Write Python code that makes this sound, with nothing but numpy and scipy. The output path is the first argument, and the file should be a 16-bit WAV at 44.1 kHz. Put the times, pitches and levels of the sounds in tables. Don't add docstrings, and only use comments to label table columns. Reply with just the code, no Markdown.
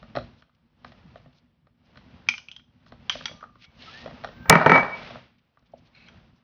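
import sys
import numpy as np
from scipy import signal
from scipy.fft import rfft, irfft, next_fast_len
from scipy.io import wavfile
from scipy.ndimage import uniform_filter1d, minimum_filter1d, map_coordinates

SR = 44100
rng = np.random.default_rng(int(sys.argv[2]) if len(sys.argv) > 2 else 0)


def waveform_to_disk(signal):
    frames = np.transpose(np.atleast_2d(signal))
    scaled = np.clip(frames, -1, 1) * 32767
    samples = np.round(scaled).astype(np.int16)
    wavfile.write(sys.argv[1], SR, samples)


N = 283563

# t/s, rumble level/dB, hiss level/dB
SUPPRESSOR_LEVELS = [(0.0, -56, -61), (0.14, -51.5, -62), (0.27, -52, -59.5), (0.5, -71.5, -78),
                     (0.76, -67, -76), (0.87, -56, -61.5), (1.03, -55.5, -63.5), (1.2, -54.5, -63),
                     (1.49, -69, -77.5), (1.73, -68, -81.5), (1.9, -59.5, -66.5), (2.15, -52.5, -60.5),
                     (2.45, -65, -67), (2.66, -67.5, -77), (2.88, -59.5, -67.5), (3.14, -50.5, -57.5),
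                     (3.3, -55.5, -58), (3.59, -65, -75), (3.74, -61.5, -65.5), (3.84, -56.5, -56.5),
                     (4.05, -49.5, -52), (4.46, -48, -57.5), (5.07, -52, -46.5), (5.18, -54, -52),
                     (5.36, -69.5, -77), (5.62, -75.5, -76.5), (5.78, -60, -70.5), (5.94, -64, -68),
                     (6.15, -53.5, -60.5), (6.29, -56, -67.5), (6.43, -71.5, -74)]
# f/Hz, relative density/dB
RUMBLE_SPECTRUM = [(12, -64.5), (20, -37), (43, -6.5), (173, -7), (206, -11), (242, -4.5), (289, -23.5),
                   (323, -16.5), (400, -33), (520, -57), (880, -120)]
HISS_SPECTRUM = [(180, -24), (300, -8.5), (523, -3), (1070, -8), (1200, -8), (1720, -12), (2840, -14),
                 (5490, -25), (7060, -32.5), (9180, -72), (15500, -120)]
# f/Hz, T60/s
REVERBERATION = [(150, 0.43), (1000, 0.12), (3000, 0.28), (7000, 0.39)]
# t/s, level/dB, centre f/Hz, duration/s
SAUCE_SMACKS = [(0.361, -68.5, 3400, 0.067), (0.546, -74, 3500, 0.013), (0.855, -63, 3340, 0.053),
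                (0.925, -56, 2880, 0.0043), (1.166, -63.5, 3000, 0.02), (1.325, -68, 3000, 0.018),
                (1.34, -68, 3940, 0.066), (1.845, -72, 3500, 0.038), (2.261, -55.5, 1900, 0.035),
                (2.856, -66, 3980, 0.057), (4.041, -64, 4500, 0.022), (5.377, -72.5, 3004, 0.023),
                (5.589, -72, 5020, 0.0095), (5.652, -71, 2985, 0.03), (5.717, -72, 5450, 0.0097),
                (5.77, -69, 4090, 0.034), (5.848, -66.5, 3040, 0.04), (6.347, -72, 4000, .045)]
# t/s, level/dB, rise/(dB/s), fall/(dB/s), hold/s, centre f/Hz
SLIDING_CONTACTS = [(3.125, -41, 898, 110, 0.0008, 2900), (3.636, -55, 305, 1200, 0.014, 2880),
                    (3.82, -50.5, 295, 110, 0.17, 2900), (4.96, -50, 500, 96, .13, 2154)]
# t/s, level/dB, rise/(dB/s), fall/(dB/s), hold/s
POT_STROKES = [(5.952, -57.5, 900, 450, .13)]
# f/Hz, bandwidth/Hz, level/dB
POT_MODES = [(1468, 140, -12.5), (2230, 48, 3), (2553, 100, 0), (3854, 27, -9.5), (4170, 110, -6.5)]
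# t/s, level/dB, f/Hz, glide/(Hz/s), rise/(dB/s), fall/(dB/s)
HINGE_SQUEAKS = [(3.42, -58, 1200, 2.5, 108, 93.5), (3.885, -48.5, 1310, 2599, 700, 400),
                 (3.95, -47.5, 1745, 2302, 700, 200), (4.03, -57, 1840, -900, 150, 392),
                 (4.489, -47.5, 1584, 201.5, 130.5, 920), (3.665, -64.5, 2250, 2, 600, 250)]
# t/s, level/dB, favoured f/Hz, upper-mode gain/dB, thud gain/dB
WOOD_KNOCKS = [(0.028, -37, 630, -7, -42.5), (0.152, -24, 577, -13.5, -32),
               (0.162, -24.5, 1260, 0.5, -27.5), (0.169, -17, 624, -17.5, -33.5),
               (0.185, -28, 622, -8, -27.5), (0.422, -47.5, 514, 1, -53), (0.494, -59, 1240, -7, -60),
               (0.846, -31.5, 1030, -7.5, -45), (0.919, -41.5, 516, -2, -62), (1.157, -35.5, 745, -13, -53),
               (1.259, -45.5, 650, -14, -42), (1.669, -53.5, 696, -9.5, -67), (1.957, -44, 1510, -6, -46),
               (1.972, -36.5, 1750, -4, -44.5), (2.863, -47.5, 1310, -3.5, -54),
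               (2.921, -36, 590, -10.5, -37), (3.153, -26.5, 534, -14.5, -37),
               (3.208, -34.5, 1770, -13, -49.5), (3.294, -41, 605, -5, -55), (3.312, -38, 608, -10.5, -58),
               (3.427, -30.5, 1220, -26, -65), (3.438, -34, 1280, -16.5, -55.5),
               (3.494, -50, 1190, -27, -66.5), (3.555, -45.5, 1140, -10.5, -48.5),
               (4.059, -26.5, 620, -10.5, -52), (4.076, -31, 930, -22.5, -41.5),
               (4.109, -37.5, 500, -13, -49), (4.237, -30, 667, -10.5, -45.5), (4.245, -22, 605, -5.5, -46),
               (4.273, -34.5, 630, -7, -42), (4.287, -36, 713, -11.5, -47), (5.105, -31.5, 541, -10, -39.5),
               (5.155, -31, 897, -20, -46.5), (5.572, -48.5, 1277, -13.5, -59),
               (5.624, -62.5, 600, -5, -49), (5.736, -35.5, 600, -43, -47)]
# f/Hz, relative level/dB
COUNTER_MODES = [(62, -2), (130, -1.5), (248, -1.5)]
# t/s, level/dB, favoured f/Hz, lower-mode gain/dB, upper-mode gain/dB
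SPOON_CLINKS = [(2.2873, -3, 2330, -19.5, -14), (2.339, -26, 2400, -23, -31),
                (2.38, -27, 2800, -22.5, -18.5), (2.485, -30.5, 2603, -40.5, -35),
                (2.515, -30, 2990, -25, -14), (2.564, -33, 3180, -22.5, -16), (2.595, -45.5, 3280, -1, -12),
                (3.096, -8.5, 3130, -7.5, -10.5), (3.256, -16, 3350, -4, -1.5),
                (3.2793, -31.5, 2330, -4, -29), (3.408, -44, 2240, 3, -11), (3.6416, -41, 2220, -7.5, -11),
                (6.085, -38.5, 3050, 5, -2.5)]
# f/Hz, relative level/dB, T60/s
WOOD_MODES = [(612, 1.5, 0.02), (900, -4.5, 0.0055), (1241, 1, 0.02), (1490, -2, .02), (1836, -3, .02),
              (2440, -12, 0.019), (3304, -3, 0.0079), (3940, -10, .015), (4190, -13.5, 0.025),
              (5430, -14, .01), (6700, -27, 0.014)]
DISH_MODES = [(981, -1.5, 0.0061), (1420, 1.5, 0.049), (1825, -1.5, 0.023), (2350, 0.5, 0.034),
              (2400, -4.5, 0.052), (2788, -13.5, 0.031), (2917, 4.5, 0.024), (3095, -6.5, 0.074),
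              (3237, 10.5, 0.03), (3410, -17.5, 0.14), (3680, -5, 0.041), (4780, -9.5, 0.032),
              (4540, -3, 0.033), (5830, -5, 0.065), (5900, 0, 0.015), (6790, -12, 0.026)]
CUPBOARD_MODES = [(169.7, 2.5, 0.11), (258.8, -6, 0.12), (443.5, -5, 0.12), (526, 1, 0.045), (653, -1, .06),
                  (808, 4.5, 0.01), (938, 7, 0.036), (1050, -3.5, 0.021), (1236, 3, 0.028),
                  (1305, 3, 0.042), (1450, 6.5, 0.0084), (1830, -1, 0.054), (1904, 4.5, 0.022),
                  (2320, -7.5, .06), (2810, -17, 0.048), (3888, -38.5, 0.048), (4270, -25.5, 0.034),
                  (4840, -30.5, 0.024), (6040, -25.5, 0.041)]
# t/s, level/dB
RATTLE_ENVELOPE = [(4.47, -44.5), (4.494, -40.5), (4.499, -17.5), (4.655, -26.5), (4.76, -17.5),
                   (4.842, -29.5), (5.05, -51.5)]
# f/Hz, relative density/dB
RATTLE_SPECTRUM = [(41, -48.5), (70, -27), (164, -4), (361, -11.5), (421, -0.5), (492, -17.5), (552, 0.5),
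                   (1900, -4.5), (2130, -15), (2350, -4), (2540, -16.5), (5290, -28), (7060, -48.5),
                   (9180, -86), (15500, -120)]
# t/s, level/dB, rise/(dB/s), fall/(dB/s)
TRAY_SWELLS = [(4.501, -13.5, 3000, 500), (4.57, -28, 510, 900), (4.705, -32.5, 880, 260),
               (4.758, -16.5, 205, 240), (4.944, -37.5, 200, 260)]
# t/s, level/dB
DOOR_BLOWS = [(4.457, -30.5), (4.4958, -7.5), (4.4993, 5.5), (4.503, -5.5), (4.526, -1), (4.554, -2.5),
              (4.662, -0.5), (4.696, -3), (4.718, -1.5), (4.744, -11), (4.759, -6.5), (4.778, -8.5),
              (4.809, -18.5)]

MIC_LIMIT_HZ = 7150


def amp(db):
    return 10 ** (np.asarray(db) / 20)


def unit_rms(x):
    return x / np.sqrt(np.mean(x ** 2) + 1e-20)


def log_interp(points, hz):
    f, values = np.transpose(points)
    return np.interp(np.log(hz + 1), np.log(f + 1), values)


def envelopes(rows):
    times, *columns = np.transpose(rows)
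    t = np.arange(N) / SR
    gate = np.clip(np.minimum(t - times[0], times[-1] - t) / .012, 0, 1)
    return [gate] + [np.interp(t, times, column) for column in columns]


def swell(start, db, rise, fall, hold=0):
    t = np.arange(N) / SR - start
    return amp(db + rise * np.minimum(t, 0) - fall * np.maximum(t - hold, 0))


def wobble(rate):
    knots = rng.standard_normal(int(N * rate / SR) + 4)
    return map_coordinates(knots, [np.arange(N) * rate / SR])


def filtered(x, response):
    size = next_fast_len(len(x) + 8192)
    return irfft(rfft(x, size) * response(np.fft.rfftfreq(size, 1 / SR)), size)[:len(x)]


def gritty_noise(spectrum_db, grit_db):
    noise = rng.standard_normal(N) * amp(grit_db * wobble(250))
    hz, _, frames = signal.stft(noise, SR, nperseg=1024, noverlap=768)
    gain = unit_rms(amp(spectrum_db(hz[:, None] + 1)))
    return unit_rms(signal.istft(frames * gain, SR, nperseg=1024, noverlap=768)[1][:N])


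def unsteady_tone(hz, gain, flutter_db, rough):
    phase = 2 * np.pi * np.cumsum(hz + np.zeros(N)) / SR + rough * wobble(120)
    return gain * amp(flutter_db * wobble(60)) * np.sqrt(2) * np.sin(phase)


def strike_point(hz, low_db, high_db, reach, fall):
    points = [(hz / reach, low_db), (hz, 0), (hz * reach, high_db), (hz * 6, fall * high_db)]
    return lambda f: log_interp(points, f)


def impact(modes, weight_db, crack, cycles, rough):
    t = np.arange(SR // 4) / SR
    hz, db, t60 = np.transpose(modes)[..., None]
    decay = amp(db + weight_db(hz) + 1.5 * rng.standard_normal(hz.shape) - 60 * t / t60)
    rise = 1 - np.exp(-(t * hz / cycles) ** 2)
    random_walk = np.cumsum(rng.standard_normal(decay.shape), axis=1)
    wander = rough * uniform_filter1d(random_walk, size=100, axis=1)
    ring = np.sum(decay * rise * np.sin(2 * np.pi * hz * t + wander), axis=0)
    spectrum = np.array(modes)[:, :2]
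    colour = lambda f: amp(log_interp(spectrum, f) + weight_db(f + 1)) * (f > .8 * hz.min())
    burst = filtered(rng.standard_normal(len(t)), colour) * amp(-60 * t / 0.034) * rise[len(modes) // 3]
    blow = ring / np.abs(ring).max() + crack * burst / np.abs(burst).max()
    return blow / np.abs(blow).max()


def add_in_room(out, start, blow, room_db):
    hz, t, frames = signal.stft(rng.standard_normal(SR // 2), SR, nperseg=256)
    decay = amp(-60 * t / log_interp(REVERBERATION, hz)[:, None])
    tail = signal.istft(frames * decay, SR, nperseg=256)[1]
    echo = signal.fftconvolve(blow, np.pad(tail / np.linalg.norm(tail), (300, 0)))
    sound = np.pad(blow, (0, len(echo) - len(blow))) + amp(room_db) * echo
    out[round(start * SR):][:len(sound)] += sound


def suppressed_background():
    _, rumble_db, hiss_db = envelopes(SUPPRESSOR_LEVELS)
    rumble = unit_rms(filtered(rng.standard_normal(N), lambda f: amp(log_interp(RUMBLE_SPECTRUM, f))))
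    hiss = gritty_noise(lambda f: log_interp(HISS_SPECTRUM, f) + 1.2 * np.log2(f / 1500), grit_db=1.0)
    return amp(rumble_db + 3 * wobble(29)) * rumble + amp(hiss_db + 0.4 * wobble(25)) * hiss


def sauce_smacks():
    out, t = np.zeros(N + SR), np.arange(SR // 10) / SR
    for start, db, hz, duration in SAUCE_SMACKS:
        grit = rng.standard_normal(len(t)) * amp(4.1 * np.repeat(rng.standard_normal(len(t) // 42), 42))
        puff = unit_rms(filtered(grit, lambda f: amp(-10.5 * np.log2((f + 1) / hz) ** 2)))
        out[round(start * SR):][:len(t)] += amp(db) * puff * np.sin(np.pi * np.clip(t / duration, 0, 1))
    return out[:N]


def slides():
    out = np.zeros(N)
    for *envelope, hz in SLIDING_CONTACTS:
        band_db = lambda f: -9.5 * np.log2(f / hz) ** 2 - 60 * (f > MIC_LIMIT_HZ)
        out += swell(*envelope) * gritty_noise(band_db, grit_db=2.5)
    return out


def pot_scrape():
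    wall = lambda f: sum(amp(db) * width * f / np.abs(hz * hz - f * f + 1j * f * width)
                         for hz, width, db in POT_MODES)
    friction = rng.standard_normal(N) * amp(1.8 * wobble(200))
    return sum(swell(*row) for row in POT_STROKES) * unit_rms(filtered(friction, wall))


def hinge_squeaks():
    out, t = np.zeros(N), np.arange(N) / SR
    for peak_time, db, hz, glide, rise, fall in HINGE_SQUEAKS:
        pitch = hz + glide * np.clip(t - peak_time, -.2, .2)
        out += unsteady_tone(pitch, swell(peak_time, db, rise, fall), flutter_db=1.5, rough=0.51)
    return out


def wood_knocks():
    out, t = np.zeros(N + SR), np.arange(SR // 4) / SR
    for start, db, hz, high_db, thud_db in WOOD_KNOCKS:
        weight_db = strike_point(hz, low_db=-6.5, high_db=high_db, reach=1.4, fall=1.7)
        blow = amp(db) * impact(WOOD_MODES, weight_db, crack=0.43, cycles=1.9, rough=0.11)
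        counter = sum(amp(mode_db + rng.normal(-3, 1)) * np.sin(2 * np.pi * f * rng.normal(1, 0.044) * t)
                      for f, mode_db in COUNTER_MODES)
        thud = amp(thud_db - 60 * t / 0.098) * counter * (1 - np.exp(-t / .004))
        add_in_room(out, start, blow + thud, room_db=-7)
    return out[:N]


def spoon_clinks():
    out = np.zeros(N + SR)
    for start, db, hz, low_db, high_db in SPOON_CLINKS:
        weight_db = strike_point(hz, low_db, high_db, reach=1.16, fall=1)
        blow = amp(db) * impact(DISH_MODES, weight_db, crack=0.86, cycles=0.93, rough=0.09)
        add_in_room(out, start, blow, room_db=-9.5)
    return out[:N]


def tray_ring():
    gain = sum(swell(*row) for row in TRAY_SWELLS)
    return unsteady_tone(hz=2281, gain=gain, flutter_db=2.0, rough=.15)


def contents_rattle():
    gate, db = envelopes(RATTLE_ENVELOPE)
    shaking = gritty_noise(lambda f: log_interp(RATTLE_SPECTRUM, f), grit_db=2.5)
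    panels = lambda f: 1 + 3.0 * sum(30 * f / np.abs(hz * hz - f * f + 30j * f)
                                     for hz, _, _ in CUPBOARD_MODES)
    return gate * amp(db) * unit_rms(filtered(shaking, panels))


def latch_snap(start=4.497, db=14, hz=1050, duration=.0034):
    out, t = np.zeros(N), np.arange(SR // 100) / SR
    tone = np.sin(2 * np.pi * hz * t + 0.1 * np.cumsum(rng.standard_normal(len(t))))
    envelope = np.clip(t * 4000, 0, 1) * np.clip(1 - t / duration, 0, 1) ** .5
    out[round(start * SR):][:len(t)] = amp(db) * tone * envelope
    return out


def door_slam():
    out = np.zeros(N + SR)
    weight_db = lambda f: -1.5 * (f < 350) + 1.0 * (f > 2600)
    for start, db in DOOR_BLOWS:
        blow = amp(db) * impact(CUPBOARD_MODES, weight_db, crack=0.68, cycles=0.41, rough=0.036)
        add_in_room(out, start, blow, room_db=-9)
    return out[:N]


def cupboard(cutoff_hz=85):
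    vibration = door_slam() + latch_snap() + contents_rattle()
    return filtered(vibration, lambda f: f ** 4 / (f ** 4 + cutoff_hz ** 4))


def scene():
    return (suppressed_background() + wood_knocks() + spoon_clinks() + sauce_smacks() + cupboard()
            + tray_ring() + slides() + pot_scrape() + hinge_squeaks())[None]


def record(dry):
    ceiling, limiter_range_db = .86, 6
    passband = lambda f: np.clip((MIC_LIMIT_HZ - f) / 2000, 0, 1) * f ** 2 / (f ** 2 + 35 ** 2)
    mic = filtered(dry[0], passband)
    gain = np.clip(ceiling / (np.abs(mic) + 1e-9), amp(-limiter_range_db), 1)
    limited = mic * uniform_filter1d(minimum_filter1d(gain, size=200), size=200)
    wrapped = (limited + 1) % 2 - 1
    smoothed = filtered(wrapped, lambda f: 1.12 / (1 + (f / 15000) ** 4))
    converter_noise = amp(-96.5) * rng.standard_normal(N)
    return filtered(np.clip(smoothed, -1, 1) + converter_noise, lambda f: f < 21500)[None]


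dry = scene()
out = record(dry)
waveform_to_disk(out)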